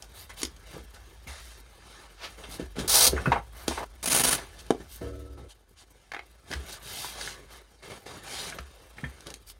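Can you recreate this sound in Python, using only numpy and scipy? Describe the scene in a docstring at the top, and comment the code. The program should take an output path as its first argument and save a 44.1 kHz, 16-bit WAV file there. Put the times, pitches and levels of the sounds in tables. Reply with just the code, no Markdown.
"""Gloved hands pack a padded nylon rifle case on a table in a small room; cloth friction and knocks throughout.
A glove zips over the divider, which swishes as it folds over; a strap rips open in tugs of snapping hooks.
The freed strap rasps away, a second rips open and a loose strap slaps down flat.
A second rifle is lifted with a low modal twang of its spring, rattles, and slides into the fabric pockets.
Friction and hooks are coloured random impulses, knocks are rung resonances; a low drone lies beneath."""
import sys
import numpy as np
from scipy import signal
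from scipy.fft import rfft, irfft, next_fast_len
from scipy.io import wavfile
from scipy.ndimage import uniform_filter1d

SR = 44100
rng = np.random.default_rng(int(sys.argv[2]) if len(sys.argv) > 2 else 0)


def file_out(sig):
    """Save sig as 16-bit WAV at sys.argv[1]."""
    # one column per channel
    cols = np.atleast_2d(sig).T
    # limit, then scale
    lim = np.clip(cols, -1, 1)
    pcm = np.round(lim * 32767).astype(np.int16)
    wavfile.write(sys.argv[1], SR, pcm)


N = 422911
TIME = np.arange(N) / SR
HZ = np.fft.rfftfreq(4096, 1 / SR)


def amp(db):
    """Converts dB to amplitude."""
    return 10 ** (np.asarray(db) / 20)


def evened(x):
    """Scales to rms 1."""
    return x / np.sqrt(np.mean(x ** 2) + 1e-20)


def read(points, hz=HZ):
    """Interpolates a spectrum in dB on a log-frequency axis."""
    f, db = np.transpose(points)
    return np.interp(np.log(hz + 1), np.log(f + 1), db)


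def add(mix, start_s, sound):
    """Adds a sound into the mix in place, cut at the end."""
    part = mix[max(round(start_s * SR), 0):][:len(sound)]
    part += sound[:len(part)]


def coloured(x, db):
    """Minimum-phase filter shaped by db on the HZ grid, its peak gain set to 0 dB."""
    log_gain = np.log(amp(np.maximum(db - db.max(), -90)))
    circle = np.r_[log_gain, log_gain[-2:0:-1]]
    taps = np.fft.ifft(np.exp(np.conj(signal.hilbert(circle)))).real
    return signal.oaconvolve(x, taps)[:len(x)]


def band(x, lo_hz, hi_hz):
    """Butterworth band-pass."""
    edges_hz = [lo_hz, min(hi_hz, SR * .45)]
    return signal.sosfilt(signal.butter(3, edges_hz, "band", fs=SR, output="sos"), x)


def wander(rate_hz):
    """Slow random signal of rms 1, up to about rate_hz."""
    size = next_fast_len(N, True)
    hz = np.fft.rfftfreq(size, 1 / SR)
    spectrum = rfft(rng.standard_normal(size)) / (1 + (hz / rate_hz) ** 4)
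    return evened(irfft(spectrum, size)[:N])


def clicks(per_s, spread_db):
    """Random single-sample impulses of uneven size, rms 1."""
    size = amp(spread_db * np.minimum(rng.exponential(1, N), 4))
    sign = rng.choice([-1, 1], N)
    return evened(size * sign * (rng.random(N) < per_s / SR))


def bump(hz, octaves):
    """Gaussian of height 1 around hz on the HZ grid."""
    return np.exp(-.5 * (np.log2((HZ + 1) / hz) / octaves) ** 2)


def mode(hz, t60):
    """One struck resonance: a decaying sine."""
    t = TIME[:SR // 2]
    return np.sin(2 * np.pi * hz * t) * amp(-60 * t / t60)


def blow(colour_db, t60, chatter, size, bite_s=0.00052):
    """One contact and its dying chatter ring a body; the loudest `size` samples have rms 1."""
    t = TIME[:SR // 2]
    decay = amp(-60 * t / max(t60, .005))
    drive = chatter * rng.standard_normal(len(t)) * decay / np.sqrt(SR * .01)
    drive *= 1 - np.exp(-t / bite_s)
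    drive[0] += 1  # first contact
    sound = coloured(drive, colour_db)
    return sound / np.sqrt(uniform_filter1d(sound ** 2, size, mode="constant").max())


CUSHION_S = .0005


def cushioned():
    """Cloth between the parts lets a blow build up over a moment."""
    return 1 - np.exp(-TIME[:SR // 2] / CUSHION_S)


# Cloth spectrum. Each row: frequency in Hz, gain in dB.
CLOTH_SPECTRUM = [(90, 2.5), (284, -4.5), (385, 1), (1720, -2.5), (2530, -7.5), (3700, -5), (6000, -10),
                  (9900, -11.5), (12000, -24.5), (16000, -29.5)]
CRINKLES_PER_S, CRINKLE_OVER_HISS_DB = 62, -12  # small creases popping
TAUT_DB = -46  # hiss level past which crinkles grow no louder: taut cloth


def fabric():
    """Threads catch and slip over one another; creases make the stroke flutter."""
    rumple_db, rub_db, hiss_db, fizz_db = friction_db()
    flutter = wander(37)
    cloth_db = read(CLOTH_SPECTRUM)

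    def layer(level_db, lo_hz, hi_hz, slips, flutter_db):
        """One band of slips; a firm, fast stroke runs more evenly."""
        unsteady = np.clip((-52.0 - level_db) / 16, .3, 1)
        return evened(band(slips, lo_hz, hi_hz)) * amp(level_db + flutter_db * unsteady * flutter)

    coarse = coloured(clicks(per_s=650, spread_db=2.0), cloth_db)
    medium = coloured(clicks(per_s=5000, spread_db=3.5), cloth_db)
    fine = coloured(clicks(per_s=19000, spread_db=4.0), cloth_db)
    rumple = layer(rumple_db, 83, 447, coarse, flutter_db=3.5)
    rub = layer(rub_db, 500, 2710, medium, flutter_db=1.16)
    hiss = layer(hiss_db, 2810, 20000, fine, flutter_db=1.5)
    fizz = layer(fizz_db, 7500, 15000, clicks(per_s=9500, spread_db=6), flutter_db=5.8)
    pops = coloured(clicks(CRINKLES_PER_S, spread_db=0.5), cloth_db)
    crinkle_db = np.minimum(hiss_db, TAUT_DB) + CRINKLE_OVER_HISS_DB
    crinkles = layer(crinkle_db, 900, 15000, pops, flutter_db=2.0)
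    return folds(rumple + rub + hiss + fizz) + crinkles


# Steady rustle of the arms. Each row: time in seconds, rub level in dB.
SLEEVE_RUSTLE = [(0, -62.5), (3.9, -64), (4.45, -57), (5.2, -64), (5.7, -74), (6, -66.5), (7.7, -66.5),
                 (8.5, -58.5), (9.59, -69.5)]
SLEEVE_RUMPLE_DB, SLEEVE_HISS_DB, SLEEVE_FIZZ_DB = -0.5, -1, -11.5  # over rub
# Nylon sliding over nylon. Each row: start in seconds, length in seconds, rub level in dB,
# hiss over rub in dB, top fizz over hiss in dB.
SLIDE_EVENTS = [(0.122, 0.15, -56, 4.5, 0.5), (0.356, 0.084, -53, 7.5, -6), (0.602, 0.22, -57, 0.5, -11),
                (1.35, 0.28, -63.5, 10, -11), (1.752, 0.4, -56.5, 0, -29), (2.254, 0.13, -60, 2, -19),
                (2.486, 0.1, -51, 6.5, -5), (3.517, 0.19, -52, -1.5, -1), (4.578, 0.043, -59, 11.5, -18),
                (4.865, 0.15, -66.5, 13, 3), (5.481, 0.06, -64.5, 12, -31), (5.754, 0.097, -64, 8.5, -26),
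                (6.448, 0.15, -54, 1.5, -24), (6.641, 0.16, -49.5, 5, -9), (6.782, 0.43, -48, 7.5, -6.5),
                (7.101, 0.29, -47, 5.5, -17), (7.46, 0.17, -54, -0.5, -11.5), (8.201, 0.37, -45, 5.5, -17),
                (8.44, 0.082, -53, 8.5, -23), (9.461, 0.074, -66.5, 16, -0.5)]
# A hand or rifle landing on the padding and dragging. Each row: start in seconds, hold in seconds,
# rub level in dB, rumple over rub in dB.
PRESS_EVENTS = [(0.291, 0.019, -45.5, -6), (0.726, 0.086, -50.5, 3), (0.937, 0.033, -53, -9),
                (1.269, 0.14, -49.5, -18), (2.373, 0.29, -52, 0), (2.589, 0.025, -44, 5),
                (2.754, 0.11, -43.5, 8), (2.782, 0.03, -37, -9), (3.115, 0.27, -45.5, 8.5),
                (3.673, 0.12, -40.5, -16), (4.34, 0.1, -44.5, 0), (4.797, 0.019, -47.5, 8),
                (5.006, 0.09, -52, 11), (5.368, 0.082, -57.5, 13), (6.5, 0.022, -43.5, 6),
                (6.53, 0.17, -51, -2), (7.368, 0.085, -55.5, 4), (7.82, 0.16, -51, -2),
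                (7.893, 0.074, -47, -0.5), (8.055, 0.14, -47, 1), (8.537, 0.061, -52, 7.5),
                (8.96, 0.3, -56.5, 0), (9.255, 0.062, -49.5, 1)]


def friction_db():
    """Levels of padding rumple, cloth rub, weave hiss and top fizz: sleeves, slides and presses add in power."""
    offsets_db = np.c_[[SLEEVE_RUMPLE_DB, 0, SLEEVE_HISS_DB, SLEEVE_FIZZ_DB]]
    power = amp(np.interp(TIME, *np.transpose(SLEEVE_RUSTLE)) + offsets_db) ** 2
    for gesture, rows in (slide, SLIDE_EVENTS), (press, PRESS_EVENTS):
        for start_s, *shape in rows:
            for total, level in zip(power, gesture(*shape)):
                add(total, start_s, level ** 2)
    return 10 * np.log10(power)


RUB_EXPONENT, HISS_EXPONENT = 0.63, 1.47  # powers of speed: hiss grows faster
SLIDE_RUMPLE_DB = -5.5  # over rub: the padding is barely stirred


def slide(length_s, rub_db, hiss_db, fizz_db):
    """Rumple, rub, hiss and fizz of a slide that speeds up and slows down."""
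    speed = np.abs(np.sin(np.pi * np.arange(0, length_s, 1 / SR) / length_s))
    rub = amp(rub_db) * speed ** RUB_EXPONENT
    hiss = amp(rub_db + hiss_db) * speed ** HISS_EXPONENT
    return amp(SLIDE_RUMPLE_DB) * rub, rub, hiss, amp(fizz_db) * hiss


PRESS_ATTACK_S, PRESS_RELEASE_S, PRESS_SAG_DB = 0.0099, .016, -5.5
PRESS_HISS_DB, PRESS_FIZZ_DB = -2.5, -18  # over rub, before muffling
MUFFLING_DB_PER_DB = 0.25  # treble lost per dB of rumple as the hand sinks in


def press(hold_s, rub_db, rumple_db):
    """Rumple, rub, hiss and fizz of a contact that lands quickly, eases and stops."""
    t = TIME[:SR // 2]
    release = np.exp(-np.maximum(t - hold_s, 0) / PRESS_RELEASE_S)
    held = np.minimum(t / PRESS_ATTACK_S, 1) * release
    rub = held * amp(rub_db + PRESS_SAG_DB * np.minimum(t / hold_s, 1))
    muffled = amp(-MUFFLING_DB_PER_DB * rumple_db) * rub
    return amp(rumple_db) * rub, rub, amp(PRESS_HISS_DB) * muffled, amp(PRESS_FIZZ_DB) * muffled


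def folds(x, patchy_db=2.2):
    """Folds open and close under the hand, so the colour of the rubbing keeps shifting."""
    z = signal.stft(x, nperseg=1024)[2]
    over_hz = uniform_filter1d(rng.standard_normal(z.shape), size=6, axis=0)
    patches = evened(uniform_filter1d(over_hz, size=5, axis=1))
    return signal.istft(z * amp(patchy_db * patches), nperseg=1024)[1][:N]


# Tugs opening both straps. Each row: start in seconds, length in seconds, level in dB.
STRAP_TUGS = [(2.877, 0.008, -25), (2.891, 0.018, -22.5), (2.912, 0.035, -21), (2.94, 0.055, -17.5),
              (3.0, .056, -16.5), (3.065, 0.013, -14.5), (4.028, 0.016, -31.5), (4.057, .007, -25.5),
              (4.074, 0.0084, -23), (4.098, 0.036, -24), (4.141, .025, -21), (4.169, 0.02, -25),
              (4.195, .02, -21.5), (4.234, .019, -20), (4.263, 0.031, -24), (4.306, 0.026, -22.5),
              (4.327, 0.029, -29.5)]
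SECOND_STRAP_FROM_S = 3.5
# Webbing spectra of the two straps. Each row: frequency in Hz, gain in dB.
FIRST_WEBBING = [(90, -7.5), (250, -16.5), (540, -2.5), (1200, -6), (2150, -11), (3000, -8.5), (3900, 0),
                 (5600, 1), (7000, -3), (9700, 0.5), (12200, -6), (16000, -8.5)]
SECOND_WEBBING = [(90, 0), (250, 1.5), (550, 1.5), (2500, -2), (8000, 0.5), (9700, 5.5), (12000, -5.5),
                  (16000, -8.5)]


def straps():
    """The pull frees rows of hooks; their snaps ring the taut webbing."""
    def peel(tugs, webbing, rows_db, spread_db):
        """One strap; rows_db sets how unevenly its rows of hooks let go."""
        rows = amp(rows_db * np.tanh(wander(rate_hz=480)))
        hooks = pull(tugs) * evened(clicks(11000, spread_db) * rows)
        return evened(coloured(hooks, read(webbing))) * np.std(hooks)

    first = [tug for tug in STRAP_TUGS if tug[0] < SECOND_STRAP_FROM_S]
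    second = STRAP_TUGS[len(first):]
    first_rip = peel(first, FIRST_WEBBING, rows_db=2.5, spread_db=1.2)
    return first_rip + peel(second, SECOND_WEBBING, rows_db=4.5, spread_db=2.9)


RIP_ATTACK_S, RIP_RELEASE_S = .001, .005
PATCHES_PER_S, PATCHES_DB = 130, 2.2  # uneven hold along the strap


def pull(tugs):
    """Strength of the peeling: each tug bites at once, runs over uneven patches and lets go."""
    power, t = np.zeros(N), TIME[:SR // 2]
    for start_s, length_s, db in tugs:
        release = np.exp(-np.maximum(t - length_s, 0) / RIP_RELEASE_S)
        peeling = (1 - np.exp(-t / RIP_ATTACK_S)) * release
        add(power, start_s, (amp(db) * peeling) ** 2)
    return np.sqrt(power) * amp(PATCHES_DB * np.tanh(wander(PATCHES_PER_S)))


DRAG_FROM_S, DRAG_TO_S = 3.785, 3.8445  # until the strap's end lifts clear
# Dragged webbing spectrum. Each row: frequency in Hz, gain in dB.
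DRAG_SPECTRUM = [(120, -8), (950, 3), (1400, -9.5), (4500, -22.5), (15000, -35)]


def drag(level_db=-37, hem_db=6, hem_s=0.01):
    """Freed webbing rasps over the padding; its thick hem catches last, and the sound stops dead."""
    start = np.clip((TIME - DRAG_FROM_S) / .01, 0, 1)
    stop = np.clip((DRAG_TO_S - TIME) / .002, 0, 1)
    hem = np.exp(-np.abs(DRAG_TO_S - TIME) / hem_s)
    rasp = evened(coloured(clicks(per_s=4800, spread_db=3.5), read(DRAG_SPECTRUM)))
    return start * stop * amp(level_db + hem_db * hem) * rasp


SLAP_S, SLAP_DB = 4.7056, -11
# Strap smack spectrum. Each row: frequency in Hz, gain in dB.
SLAP_SPECTRUM = [(60, -22.5), (200, -7.5), (400, 0), (800, -2), (1150, -13.5), (2200, -20), (9000, -24),
                 (15000, -49)]


def slap(pad_hz=440, pad_t60=.022):
    """The loose strap lands flat; the padding under it bobs for a few cycles."""
    smack = blow(read(SLAP_SPECTRUM), t60=.014, chatter=2.5, size=150)
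    out = np.zeros(N)
    add(out, SLAP_S, amp(SLAP_DB) * (smack + 2 * mode(pad_hz, pad_t60)) * cushioned())
    return out


def handling():
    """Snaps of nylon, clacks of hardware and thuds of the case, each a struck resonance."""
    return snaps() + clacks() + thuds()


# A few hooks or a stiff crease snapping. Each row: start in seconds, level in dB.
SNAP_EVENTS = [(0.023, -38.5), (0.417, -32), (0.4314, -22), (0.451, -29), (0.564, -51), (3.68, -22),
               (3.69, -36), (4.665, -49), (8.499, -36), (9.206, -46), (9.269, -37.5), (9.303, -38.5),
               (9.3402, -36), (9.499, -44)]
# Snap spectrum. Each row: frequency in Hz, gain in dB.
SNAP_SPECTRUM = [(120, -17), (250, 2), (1700, -6), (4800, 3.5), (10000, -3), (16000, -24)]


def snaps():
    """Hooks or creases let go in brief chattering bursts."""
    out = np.zeros(N)
    for start_s, db in SNAP_EVENTS:
        add(out, start_s, amp(db) * blow(read(SNAP_SPECTRUM), t60=0.015, chatter=14.0, size=100))
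    return out


# Rifle parts and sling fittings knocking. Each row: start in seconds, level in dB,
# strongest ring in Hz, treble lift in dB, ring t60 in seconds.
CLACK_EVENTS = [(0.302, -43.5, 2000, 3, 0.031), (2.437, -42, 3150, 2, 0.02),
                (3.165, -32.5, 1700, -22, 0.035), (3.178, -29, 1430, -29, 0.068),
                (3.257, -24, 1434, -15, 0.15), (3.318, -17.5, 930, -4.5, 0.042),
                (3.358, -24, 840, -25, 0.033), (3.71, -28.5, 860, -8, 0.019), (3.776, -28, 886, -20, 0.059),
                (4.379, -35.5, 855, 11, 0.032), (6.118, -30, 1710, 12.5, 0.016), (6.136, -32, 1770, 7, .01),
                (6.146, -28.5, 1920, 4.5, .014), (6.165, -31.5, 1820, 1, 0.015),
                (6.192, -35.5, 2195, 3, 0.027), (6.514, -32.5, 1640, 23, 0.013),
                (6.527, -28.5, 1960, 13, 0.031), (6.535, -27.5, 1690, 18, 0.029),
                (7.045, -31.5, 1150, 5, 0.025), (7.211, -29.5, 1540, 19, 0.023),
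                (7.275, -33, 1695, 10, 0.033), (8.524, -37, 1640, -6, 0.047), (8.586, -30, 1560, 12, 0.01),
                (8.983, -38.5, 1880, 4, 0.033), (9.04, -30, 1810, -8, 0.066)]
LIFTED_S, LAID_DOWN_S = 5, 6.4  # second rifle in the air between


def clacks():
    """Hardware knocks, packed before the lift, then in the air or loose."""
    out = np.zeros(N)
    for start_s, db, hz, treble_db, ring_t60 in CLACK_EVENTS:
        held = LIFTED_S < start_s < LAID_DOWN_S
        add(out, start_s, amp(db) * clack(hz, treble_db, ring_t60, start_s < LIFTED_S, held))
    return out


# Contact spectrum of the fittings. Each row: frequency in Hz, gain in dB.
FITTING_SPECTRUM = [(150, -22), (350, 6.5), (700, 2.5), (1800, 1.5), (3900, -11), (14000, -37)]
# Modes of a struck fitting. Each row: multiple of its strongest ring, level in dB.
RING_MODES = [(1, 0), (0.9, -6), (1.31, -9), (1.79, -10)]
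FITTING_OCTAVES = 0.33  # Gaussian sigma of a resonance
PACKED_T60_S, PACKED_CHATTER = 0.086, 5.9  # packed gear chatters on
LOOSE_T60_S, LOOSE_CHATTER = .018, 5.0  # single fittings just click


def clack(hz, treble_db, ring_t60, packed, held, ring_db=-2, stock_hz=780, stock_db=7):
    """A hard contact, chatter and a ring trembling in its seat; held in the air, the stock sounds too."""
    t60, chatter = (PACKED_T60_S, PACKED_CHATTER) if packed else (LOOSE_T60_S, LOOSE_CHATTER)
    treble = treble_db * np.clip(np.log2((HZ + 1) / 2300), 0, 1)
    thin_db = -2 * np.maximum(np.log2(hz / (HZ + 1)), 0)  # small parts give little bass
    body = 8 * bump(hz, FITTING_OCTAVES) + held * stock_db * bump(stock_hz, FITTING_OCTAVES)
    colour_db = read(FITTING_SPECTRUM) + body + treble + thin_db
    contact = blow(colour_db, t60, chatter, size=100, bite_s=0.00073)
    tremble = 1 + .5 * evened(uniform_filter1d(rng.standard_normal(len(contact)), size=120))
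    modes = sum(amp(db) * mode(hz * multiple, ring_t60) for multiple, db in RING_MODES)
    return (contact + amp(ring_db) * tremble * modes) * cushioned()


# Soft blows on the padded case. Each row: start in seconds, level in dB, main ring in Hz, table sway in dB.
THUD_EVENTS = [(0.43, -41, 337, -41), (0.766, -40, 450, -49), (1.267, -44, 123, -38),
               (2.597, -31, 330, -43), (2.614, -35, 300, -48), (2.784, -29, 252, -39),
               (3.074, -30.5, 543, -30.5), (3.132, -23.5, 360, -27), (3.274, -19.5, 140, -27),
               (3.681, -25, 340, -33), (6.545, -47, 120, -30), (8.59, -49, 113, -38),
               (9.034, -32, 150, -35)]
# Padding spectrum. Each row: frequency in Hz, gain in dB.
PADDING_SPECTRUM = [(30, -20.5), (60, 1.5), (450, -4.5), (1400, -26.5), (3300, -71)]


def thuds():
    """The padding puffs and rings at its main mode while the table sways."""
    out = np.zeros(N)
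    for start_s, db, hz, sway_db in THUD_EVENTS:
        colour_db = read(PADDING_SPECTRUM) + 10 * bump(hz, octaves=0.65)
        puff = blow(colour_db, t60=0.09, chatter=1.2, size=250)
        push = mode(hz, t60=8 / hz)
        add(out, start_s, amp(db) * (puff + push) * cushioned() + amp(sway_db) * sway())
    return out


SWAY_HZ, SWAY_RISE_S = 68, .018


def sway():
    """The loaded table takes up a blow, bobs for a few cycles and settles."""
    t = TIME[:SR // 2]
    return np.sin(2 * np.pi * SWAY_HZ * t) * t / SWAY_RISE_S * np.exp(1 - t / SWAY_RISE_S)


# Spring modes. Each row: frequency in Hz, relative level in dB, t60 in seconds.
SPRING_MODES = [(66.7, 4, 3.3), (104.5, 1.5, 1.5), (287, -1, 1.55), (372, -5, 2.7), (474, 1, 1.1),
                (558, -5.5, 1.25), (640, -7, 1), (656, -6, 0.74), (1084, -20, 0.78), (1310, -15.5, 3.7)]
RING_FROM_S, RING_TO_S = 5.015, 5.485  # set ringing, damped


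def metal(level_db=-42, rise_s=0.0037, grip_s=0.0069):
    """A jolt sets the spring's modes ringing, each buzzing unevenly against its tube, until they are damped."""
    t = np.maximum(TIME - RING_FROM_S, 0)
    modes = 0
    for hz, db, t60 in SPRING_MODES:
        buzz = wander(rate_hz=34) * hz / (hz + 200)  # higher modes buzz more
        level = amp(db - 60 * t / t60 + 3.5 * buzz)
        phase = 2 * np.pi * (hz * t + rng.random()) + .8 * np.roll(buzz, SR)
        modes = modes + level * np.sin(phase)
    free = (1 - np.exp(-t / rise_s)) * np.clip((RING_TO_S - TIME) / grip_s, 0, 1)
    return amp(level_db) * free * modes


# Divider swish spectrum. Each row: frequency in Hz, gain in dB.
FLAP_SPECTRUM = [(150, -15), (900, -3.5), (4300, -7.5), (16000, -33)]
FLAP_S, FLAP_DB, FLAP_WIDTH_S = 2.247, -37, 0.022  # fastest moment, peak level, half-width


def flap():
    """The divider's nylon swishes in one soft swell as it is swung up."""
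    speed = 1 / (1 + ((TIME - FLAP_S) / FLAP_WIDTH_S) ** 2)
    swish = evened(coloured(clicks(per_s=5500, spread_db=1.0), read(FLAP_SPECTRUM)))
    return amp(FLAP_DB) * speed * swish


SWIPE_S = 1.27


def swipe(start_hz=2150, slowing_per_s=0.92, level_db=-48, t60=1.0):
    """A glove skims the divider's weave: a fuzzy zip whose pitch falls as the hand slows."""
    t = TIME[:SR]
    hz = start_hz * np.exp(-slowing_per_s * t) * (1 + 0.041 * wander(320)[:SR])
    zip_tone = np.sin(2 * np.pi * np.cumsum(hz) / SR) * wander(180)[:SR]
    out = np.zeros(N)
    add(out, SWIPE_S, amp(level_db - 60 * t / t60) * zip_tone)
    return out


def nearby(x, level_db=-8):
    """The table top and the shelves around it return a few early echoes that ripple the treble."""
    echoes = np.zeros(N)
    echoes[rng.integers(SR // 1000, SR // 125, size=14)] = rng.choice([-1, 1], size=14)
    echoes = band(echoes[:SR // 50] / np.linalg.norm(echoes), 1190, 8900)
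    return x + amp(level_db) * signal.oaconvolve(x, echoes)[:N]


def room(x, bass_t60=0.19, treble_t60=0.12):
    """A short tail of sparse reflections; treble dies first."""
    size = SR // 2
    sparse = rng.random(size) < 3000 / SR
    taps = rng.standard_normal(size) * sparse * (TIME[:size] > .004)
    hz, t, z = signal.stft(taps, SR, nperseg=256)
    t60 = read([(200, bass_t60), (9000, treble_t60)], hz)[:, None]
    tail = signal.istft(z * amp(-60 * t / t60), SR, nperseg=256)[1]
    return signal.oaconvolve(x, tail / np.linalg.norm(tail))[:N]


# Room drone level. Each row: time in seconds, level in dB.
DRONE_LEVEL = [(0, -51.5), (1.3, -48.5), (2, -56.5), (3, -43), (4.2, -51.5), (5.2, -49), (5.6, -62),
               (7.2, -53), (7.8, -59), (9.6, -54.5)]
# Drone spectrum. Each row: frequency in Hz, gain in dB.
DRONE_SPECTRUM = [(36, -21.5), (50, 7.5), (62, -6.5), (80, -10.5), (250, -55)]


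def drone():
    """A low rumble in the room: coloured noise with its envelope evened out."""
    low = signal.hilbert(coloured(rng.standard_normal(N), read(DRONE_SPECTRUM)))
    steady = evened(low.real / (abs(low) + abs(low).mean()))
    return steady * amp(np.interp(TIME, *np.transpose(DRONE_LEVEL)))


def scene():
    """Sums all sources; rips, knocks and slap also excite the room."""
    peeled, knocks, slapped = straps(), handling(), slap()
    reflected = room(amp(-9.5) * peeled + amp(-9.0) * knocks + amp(-13) * slapped)
    close = nearby(peeled + knocks + slapped + fabric() + flap() + drag())
    return (close + reflected + swipe() + metal() + drone())[None]


# Microphone port notches. Each row: frequency in Hz, Gaussian sigma in Hz, depth in dB.
PORT_CUTS = [(5220, 32, 8.5), (7534, 274, 6.5)]
CEILING = .75  # peaks round off toward this, full scale 1
BASS_CUT_HZ, EDGE_HZ = 42, 15900


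def record(dry):
    """Rounds off peaks, cuts the port's two narrow notches and the deepest bass, then limits the band."""
    port_db = -sum(depth * np.exp(-.5 * ((HZ - hz) / width) ** 2) for hz, width, depth in PORT_CUTS)
    rounded = CEILING * np.tanh(dry[0] / CEILING)
    bass_cut = signal.butter(4, BASS_CUT_HZ, "high", fs=SR, output="sos")
    heard = signal.sosfilt(bass_cut, coloured(rounded, port_db))
    edge = signal.firwin(511, EDGE_HZ, window=("kaiser", 9), fs=SR)
    return signal.oaconvolve(heard, edge, "same")[None]


dry = scene()
out = record(dry)
file_out(out)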